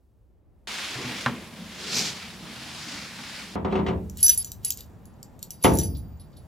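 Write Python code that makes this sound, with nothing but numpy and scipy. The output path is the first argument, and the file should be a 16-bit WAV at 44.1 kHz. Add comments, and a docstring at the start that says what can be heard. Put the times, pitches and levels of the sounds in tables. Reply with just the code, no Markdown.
"""A home, in three scenes over a wavering low rumble. First a quiet bedroom. Then a hallway, where a
coat rustles, the floor answers a moving person and an umbrella taps a wooden peg as it is lifted off.
Last a steel front door: the turning lock knocks and scrapes, a bunch of keys jangles in the hand
close by, and a bang sets the whole door ringing."""
import sys
import numpy as np
from scipy import signal
from scipy.fft import rfft, irfft, next_fast_len
from scipy.io import wavfile
from scipy.ndimage import uniform_filter1d

SR = 44100
rng = np.random.default_rng(int(sys.argv[2]) if len(sys.argv) > 2 else 0)


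def persist_wave(psi):
    """Save psi, clipped to +-1, as 16-bit WAV."""
    counts = np.round(np.clip(psi, -1, 1) * 32767).astype(np.int16)
    wavfile.write(sys.argv[1], SR, np.atleast_2d(counts).T)


N = 285327
T = np.arange(N) / SR


def gain(db):
    return 10 ** (np.asarray(db) / 20)


def set_level(x, db):
    return x * gain(db) / np.sqrt(np.mean(x ** 2))


def add(out, start_s, x):
    i = int(start_s * SR)
    out[..., i:i + x.shape[-1]] += x[..., :N - i]


def over_time(rows):
    """Join a table's points with straight lines, one curve per column."""
    times, *columns = np.transpose(rows)
    return [np.interp(T, times, column) for column in columns]


def at_pitch(table, hz):
    """Read between a table's frequencies, with octaves evenly spaced."""
    freqs, values = np.transpose(table)
    return np.interp(np.log(hz), np.log(freqs), values)


def wander(per_s):
    """A smooth random wobble."""
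    hold = int(SR / per_s)
    steps = np.repeat(rng.standard_normal(N // hold + 1), hold)
    return uniform_filter1d(uniform_filter1d(steps, hold), hold)[:N]


def noise_bands(size, spread):
    """Half-octave slices of noise; spread(hz) sets how unlike left and right are."""
    n = next_fast_len(size)
    spectrum = rfft(rng.standard_normal((2, n)))
    freqs = np.arange(n // 2 + 1) * SR / n + 1
    for hz in 25 * 2 ** (np.arange(20) / 2):
        window = np.cos(np.pi * np.clip(np.log2(freqs / hz), -.5, .5)) ** 2
        mid, side = irfft(spectrum * window, n)[:, :size]
        yield hz, mid + spread(hz) * side * np.array([[1], [-1]])


def shaped_noise(tone, spread, flicker_db, level_db=lambda hz: 0):
    """Noise of strength 1 whose bands each flicker, then follow level_db(hz)."""
    parts = [(hz, x * gain(at_pitch(tone, hz) + flicker_db * wander(9)))
             for hz, x in noise_bands(N, spread)]
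    strength = np.sqrt(np.mean(sum(x for _, x in parts) ** 2))
    return sum(x * gain(level_db(hz)) for hz, x in parts) / strength


def band(x, hz, width_hz):
    """Keep the sound near one pitch; filtering twice cuts more steeply."""
    peak = signal.iirpeak(hz, hz / width_hz, SR)
    return signal.lfilter(*peak, signal.lfilter(*peak, x))


def ring(tones, seconds, scatter_db):
    """The fading tones of a struck object. A fade time is how long a 60 dB drop takes."""
    t = T[:int(seconds * SR)]
    hz, db, fade_s = np.transpose(tones)[:, :, None]
    db = db + scatter_db * rng.standard_normal(hz.shape)
    sign = (-1) ** np.arange(len(tones))[:, None]  # neighbours swing opposite ways
    onset = 1 - np.exp(-hz * t)
    return np.sum(sign * gain(db - 60 * t / fade_s) * onset * np.sin(2 * np.pi * hz * t), 0)


def burst(fade_s):
    """A quick puff of noise whose energy depends only on its length."""
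    fade = gain(-60 * np.arange(int(fade_s * SR)) / (fade_s * SR))
    puff = rng.standard_normal(len(fade)) * fade
    return puff * np.sqrt(np.sum(fade ** 2) / np.sum(puff ** 2))


def grit(depth_db, per_s):
    """Noise broken into tiny uneven slips."""
    hold = int(SR / per_s)
    slips = np.repeat(rng.exponential(size=N // hold + 1), hold)[:N]
    return set_level(rng.standard_normal(N) * gain(depth_db * np.minimum(slips, 4)), 0)


def swells(peaks, rise_db_s, fall_db_s, rest_db):
    """A resting level in dB, plus peaks that rise and fall at set speeds."""
    power = gain(rest_db) ** 2
    for s, db in peaks:
        power = power + gain(db - np.where(T < s, rise_db_s * (s - T), fall_db_s * (T - s))) ** 2
    return 10 * np.log10(power)


# How loud the rumble is: t/s, level/dB
RUMBLE_LEVELS = [(0, -64), (0.22, -65), (0.44, -70), (0.62, -64), (3.5, -55.5), (4.2, -44), (4.6, -47.5),
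                 (5, -55), (5.6, -59), (6.2, -65), (6.45, -51)]
def rumble():
    """A deep rumble that wavers under all three scenes."""
    tone = [(25, -23), (60, 3), (110, 4.5), (200, -41)]  # f/Hz, level/dB
    level_db, = over_time(RUMBLE_LEVELS)
    return shaped_noise(tone, lambda hz: .35, .79, lambda hz: level_db)


# The bedroom air's mix of low and high: f/Hz, level/dB
BEDROOM_TONE = [(15, -38), (25, -28), (59, -2), (93, -18.5), (363, -25.5), (1860, -52), (15000, -82)]
def bedroom_air(start_db=-62, rise_db_s=10):
    """A faint, low hush that grows louder."""
    return shaped_noise(BEDROOM_TONE, lambda hz: .5, .75, lambda hz: start_db + rise_db_s * T)


# The cloth's mix of low and high: f/Hz, level/dB
CLOTH_TONE = [(240, -26), (400, -10.5), (1500, -2), (1690, -0.5), (2410, 1), (5200, 0), (10500, -17.5),
              (15700, -33.5)]
# The coat's movements: t/s, level/dB, brightening/dB
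COAT_MOVES = [(0.69, -32, -4), (0.8, -30.5, -3.5), (0.98, -34.5, -4), (1.13, -31, -7), (1.22, -35, 0),
              (1.32, -37, -11), (1.5, -46, -5.5), (1.7, -42, -5), (1.89, -34, -0.5), (1.97, -34.5, 12),
              (2.09, -34.5, 4), (2.14, -40, 0), (2.22, -36.5, -6.5), (2.38, -45.5, -3), (2.5, -40, -4.5),
              (2.92, -36.5, -0.5), (3.15, -40, -4), (3.4, -36, -3.5), (3.5, -43.5, -3)]
def coat_rustle():
    """Cloth rubs, brighter when faster; fast strokes catch on the weave and scratch."""
    cloth_db, bright_db = over_time(COAT_MOVES)
    share = [(2500, .17), (6000, 1.18), (15000, 0)]  # f/Hz, share of the brightening
    rub = shaped_noise(CLOTH_TONE, lambda hz: .29 + hz / 30000, 1,
                       lambda hz: cloth_db + bright_db * at_pitch(share, hz))
    rub *= gain(1.02 * wander(150))
    slips = grit(3.1, 760)
    scratch = band(slips, 5450, 1900) + band(slips, 2360, 330) + gain(-14.5) * band(slips, 12600, 1500)
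    return rub + gain(cloth_db + 2 * bright_db - 5.5) * scratch


# The low sound of floor and walls: f/Hz, level/dB
FLOOR_TONE = [(18, -36), (30, -16), (86, -4), (136, -2.5), (188, 6.5), (323, -4), (900, -10.5),
              (1170, -10.5), (1980, -120)]
# The person shifts weight: t/s, level/dB
WEIGHT_SHIFTS = [(1.0, -35.5), (1.1, -36), (1.3, -33), (1.97, -35.5), (2.45, -43)]
def floor_and_walls():
    """Floor and walls answer a moving person, swelling at each shift of weight."""
    level_db = swells(WEIGHT_SHIFTS, rise_db_s=192, fall_db_s=100, rest_db=-45.5)
    return shaped_noise(FLOOR_TONE, lambda hz: .2, 4.5, lambda hz: level_db)


def hallway_hiss():
    """A steady high hiss with a faint, thin whine."""
    hiss = set_level(band(rng.standard_normal((2, N)), 10000, 9000), db=-59)
    whine = set_level(band(rng.standard_normal(N), 10600, 60), db=-68)
    return hiss + whine


# The umbrella hits peg and wall: t/s, level/dB, extra treble/dB
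UMBRELLA_TAPS = [(0.954, -31.5, 1), (1.046, -28, -7), (1.261, -18, 4.5), (3.19, -43.5, 8.5)]
# The wooden peg's tones: f/Hz, level/dB, fade/s
PEG_TONES = [(127.5, 5.5, 0.16), (243.7, 1, 0.32)]
def umbrella_taps():
    """Each tap rings the peg and adds a clack and a short click."""
    out = np.zeros(N)
    for s, db, treble_db in UMBRELLA_TAPS:
        add(out, s, gain(db - 4.5) * ring(PEG_TONES, .4, scatter_db=2))
        add(out, s, gain(db + treble_db + 8) * band(burst(.12), 1045, 1140))
        add(out, s, gain(db + treble_db + 12.5) * band(burst(.013), 1560, 1540))
    return out


# The doorway air's mix of low and high: f/Hz, level/dB
DOORWAY_TONE = [(15, -33), (25, -10), (95, -3), (184, -2), (266, -12.5), (767, -19.5), (9000, -56.5),
                (11700, -81), (19800, -120)]
def doorway_air():
    """The steady hush of still air by the front door."""
    return gain(-49.5) * shaped_noise(DOORWAY_TONE, lambda hz: .5, flicker_db=1.3)


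# The steel door's main tones: f/Hz, level/dB, fade/s
DOOR_TONES = [(83.3, -5, 0.72), (146.8, -11, 0.97), (175.9, -6.5, 1), (205.5, -3.5, 0.87),
              (379.8, -0.5, 0.42), (434.4, -7.5, 0.43), (525.5, -0.5, 0.23), (870, -12, 0.34),
              (1002, -6, 0.18)]
# The boom of its many other tones and the stairwell: f/Hz, level/dB
BOOM_TONE = [(25, -46), (60, -10.5), (186, -6.5), (300, -6.5), (520, -10.5), (1010, -9.5), (1710, -26),
             (4090, -41), (8000, -53.5)]
# How long the boom lasts: f/Hz, fade/s
BOOM_FADES = [(60, 1.97), (160, 0.88), (420, 0.54), (1100, 0.24), (2910, 0.45)]
# The bolt's knocks, then the bang: t/s, level/dB, extra metal clash/dB
DOOR_BLOWS = [(3.554, -16.5, -21.5), (3.647, -14.5, -18), (3.679, -23.5, -28), (3.725, -15, -18),
              (3.754, -15, -13), (3.789, -16.5, -21), (3.864, -17.5, -8.5), (3.884, -16.5, -11),
              (3.909, -25.5, -30), (5.644, -1.5, -10), (5.649, -14, -20), (5.679, -23, -30),
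              (5.724, -23, -38)]
def door_blows(push_samples=14):
    """Blows make the door ring and boom, the bass longest. Also returns their clash for the lock."""
    tail = sum(x * gain(at_pitch(BOOM_TONE, hz) - 60 * T[:SR] / at_pitch(BOOM_FADES, hz))
               for hz, x in noise_bands(SR, lambda hz: min(.12 + hz / 900, .9)))
    pushes, ringing, clash = np.zeros((3, N))
    for s, db, clash_db in DOOR_BLOWS:
        sign = rng.choice([-1, 1])
        add(pushes, s, gain(db - 40.5) * sign * np.hanning(push_samples))
        tones = ring(DOOR_TONES, .71, scatter_db=3.9)  # each blow lands on another spot
        add(ringing, s, gain(db - 14.5) * sign * tones)
        add(clash, s, gain(db + clash_db + 2.5) * burst(.13))
    boom = signal.fftconvolve(pushes[None], set_level(tail, 0))[:, :N]
    return boom + ringing, clash


# The bolt slides in the lock: t/s, level/dB
BOLT_SLIDES = [(3.73, -32), (3.78, -38.5), (3.885, -38.5)]
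def lock_metal(clash):
    """The blows and the scraping bolt both shake the lock's metal."""
    scrape_db = swells(BOLT_SLIDES, rise_db_s=500, fall_db_s=251.5, rest_db=-120)
    shaking = clash + gain(scrape_db) * grit(3, 500)
    return band(shaking, 2140, 550) + gain(1) * band(shaking, 2670, 1520)


def ring_on(times, struck_db, held_db, fade_s, touch_db=1.5):
    """Level after each clink: a part is struck anew, or rings on, dulled by touch and grip."""
    levels = [struck_db[0]]
    for gap, struck, held in zip(np.diff(times), struck_db[1:], held_db[1:]):
        remaining = levels[-1] - 60 * gap / fade_s - touch_db
        levels.append(max(struck, min(held, remaining)))
    return np.array(levels)


# Low key, high key and two parts beside them, one list each: f/Hz, level/dB, fade/s
KEY_TONES = [
    [(5947, 0, .2), (1650, -30, .25), (13610, -14, .1), (12300, -16, .08), (7150, -20, .06)],
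    [(11185, 0, .16)],
    [(10735, 0, .45), (4678, -12, 1.2), (5188, -13, .7)],
    [(15135, 0, 1.1)],
]
# Clinks in the bunch: t/s, click level/dB, low key level/dB, high key level/dB
KEY_CLINKS = [(4.098, -40.5, -78, -80), (4.172, -35, -70, -45), (4.183, -46, -60, -55),
              (4.206, -43, -68, -27), (4.229, -17.5, -20.5, -7.5), (4.244, -36, -22, -7),
              (4.265, -17, -16, -21.5), (4.281, -16, -16.5, -16), (4.294, -23, -8, -11.5),
              (4.302, -31, -19, -18), (4.311, -41, -29, -15.5), (4.347, -29.5, -40.5, -38.5),
              (4.376, -27, -52.5, -17), (4.428, -37, -66.5, -57.5), (4.446, -28.5, -40, -39.5),
              (4.518, -32, -54, -68), (4.648, -20, -60, -24.5), (4.679, -45, -43, -26),
              (4.705, -16, -62, -64), (4.722, -30, -79, -63), (4.773, -33.5, -75, -77),
              (4.807, -35.5, -77, -80), (5.055, -49.5, -77, -54), (5.229, -38, -83, -82),
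              (5.392, -48.5, -77.5, -81), (5.428, -28.5, -74, -78.5), (5.506, -30.5, -50, -39),
              (5.626, -61, -52, -30), (5.639, -24.5, -33, -17), (5.68, -44, -33, -31.5),
              (5.736, -39, -44, -28.5), (5.753, -30.5, -46, -28), (5.773, -30, -38, -41),
              (5.787, -21.5, -26.5, -24.5), (5.816, -35, -44, -33), (5.833, -50, -35, -25.5),
              (5.857, -39, -45, -34), (5.97, -50.5, -60.5, -43), (6.197, -70, -70, -49.5),
              (6.37, -53.5, -73, -50)]
def key_ringing():
    """Each clink leaves the parts of the bunch ringing at a new level, louder or muted."""
    times, _, low_db, high_db = np.transpose(KEY_CLINKS)
    held_db = high_db - 5.5  # a hand that mutes the high key mutes its neighbours too
    beside_high_db = ring_on(times, high_db - 13, held_db, fade_s=KEY_TONES[2][0][2])
    beside_low_db = ring_on(times, low_db - 6, held_db, fade_s=KEY_TONES[3][0][2])
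    latest = np.maximum(np.searchsorted(times, T) - 1, 0)
    age_s = np.abs(T - times[latest])
    out = np.zeros(N)
    for part, part_db in zip(KEY_TONES, [low_db, high_db, beside_high_db, beside_low_db]):
        for hz, db, fade_s in part:
            # weaker tones vary more with the spot that is struck
            start_db = part_db + db + .055 * db * rng.random(len(times))
            fade = (T > times[0]) * gain(start_db[latest] - 60 * age_s / fade_s + 3 * wander(80))
            out += uniform_filter1d(fade, size=130) * np.sin(2 * np.pi * hz * T + 1.2 * wander(60))
    return out


# Where the key chain rings: f/Hz, width/Hz, level/dB
CHAIN_BANDS = [(2930, 1600, -18.5), (4710, 2100, -7), (6730, 2400, 0), (9340, 1600, -0.5),
               (12400, 3500, -3.5), (14300, 3500, -1.5)]
# The hand shakes the bunch: t/s, level/dB
HAND_SHAKES = [(4.19, -34.5), (4.245, -32), (4.3, -25), (4.4, -39), (4.47, -45.5), (4.66, -33.5),
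               (4.79, -41.5), (5.2, -69), (5.42, -53), (5.52, -49), (5.65, -26.5), (5.72, -35),
               (5.8, -32.5), (5.97, -61.5)]
def chain_rattle():
    """Shaken links slide over each other, and every key clink ticks through them."""
    slide = gain(swells(HAND_SHAKES, rise_db_s=696.5, fall_db_s=277.5, rest_db=-70))
    out = np.zeros(N)
    for hz, width_hz, band_db in CHAIN_BANDS:
        ticks = slide * grit(5.9, 1200)
        for s, db, *_ in KEY_CLINKS:
            scatter_db = 2 * rng.standard_normal()  # each contact favours other links
            add(ticks, s, gain(db + 12 + scatter_db) * burst(.011))
        out += gain(band_db - 2) * band(ticks, hz, width_hz)
    return out + gain(-4) * band(slide * grit(4, 1200), 3600, 3500)


# Small touches of the charm: t/s, level/dB
CHARM_TICKS = [(5.95, -49), (6.1973, -58), (6.2144, -63), (6.33, -64), (6.3644, -55.5)]
def charm_settling():
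    """The charm on the bunch ticks softly as it settles in the palm."""
    out = np.zeros(N)
    for s, db in CHARM_TICKS:
        add(out, s, gain(db + 11) * band(burst(.13), 4200, 1670))
    return out


def close_echo(ticks):
    """The door and walls close by smear every tick."""
    echo = burst(.14)
    echo /= np.sqrt(np.sum(echo ** 2))
    return ticks + gain(-5) * signal.fftconvolve(ticks, echo)[:N]


# How far the left wave runs ahead of the right: f/Hz, lead/radians
LEFT_LEAD = [(0, -1), (4900, 1.5), (5900, -1.04), (6900, 1.05), (10100, -3.5), (13200, -6), (16200, -10.5)]
def to_stereo(x):
    """A close sound reaches two microphone openings slightly out of step."""
    n = next_fast_len(N)
    lead = np.interp(np.arange(n // 2 + 1) * SR / n, *np.transpose(LEFT_LEAD))
    return irfft(rfft(x, n) * np.exp(.5j * np.outer([1, -1], lead)), n)[:, :N]


def scene(hallway_start_s=.672, doorway_start_s=3.556):
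    """Bedroom, hallway and doorway follow one another over the rumble."""
    low_rumble = rumble()
    bedroom = bedroom_air()
    hush = doorway_air()
    door, clash = door_blows()
    lock = lock_metal(clash)
    keys = close_echo(chain_rattle() + charm_settling()) + key_ringing()
    doorway = hush + door + to_stereo(lock + keys)
    hallway = coat_rustle() + floor_and_walls() + hallway_hiss() + umbrella_taps()
    after_bedroom = np.where(T < doorway_start_s, hallway, doorway)
    return low_rumble + np.where(T < hallway_start_s, bedroom, after_bedroom)


def record(dry, top_hz=15900):
    """Round off the loudest peaks and cut the highest treble."""
    treble_cut = signal.ellip(8, .2, 70, top_hz, fs=SR, output="sos")
    return signal.sosfilt(treble_cut, np.tanh(dry))


dry = scene()
out = record(dry)
persist_wave(out)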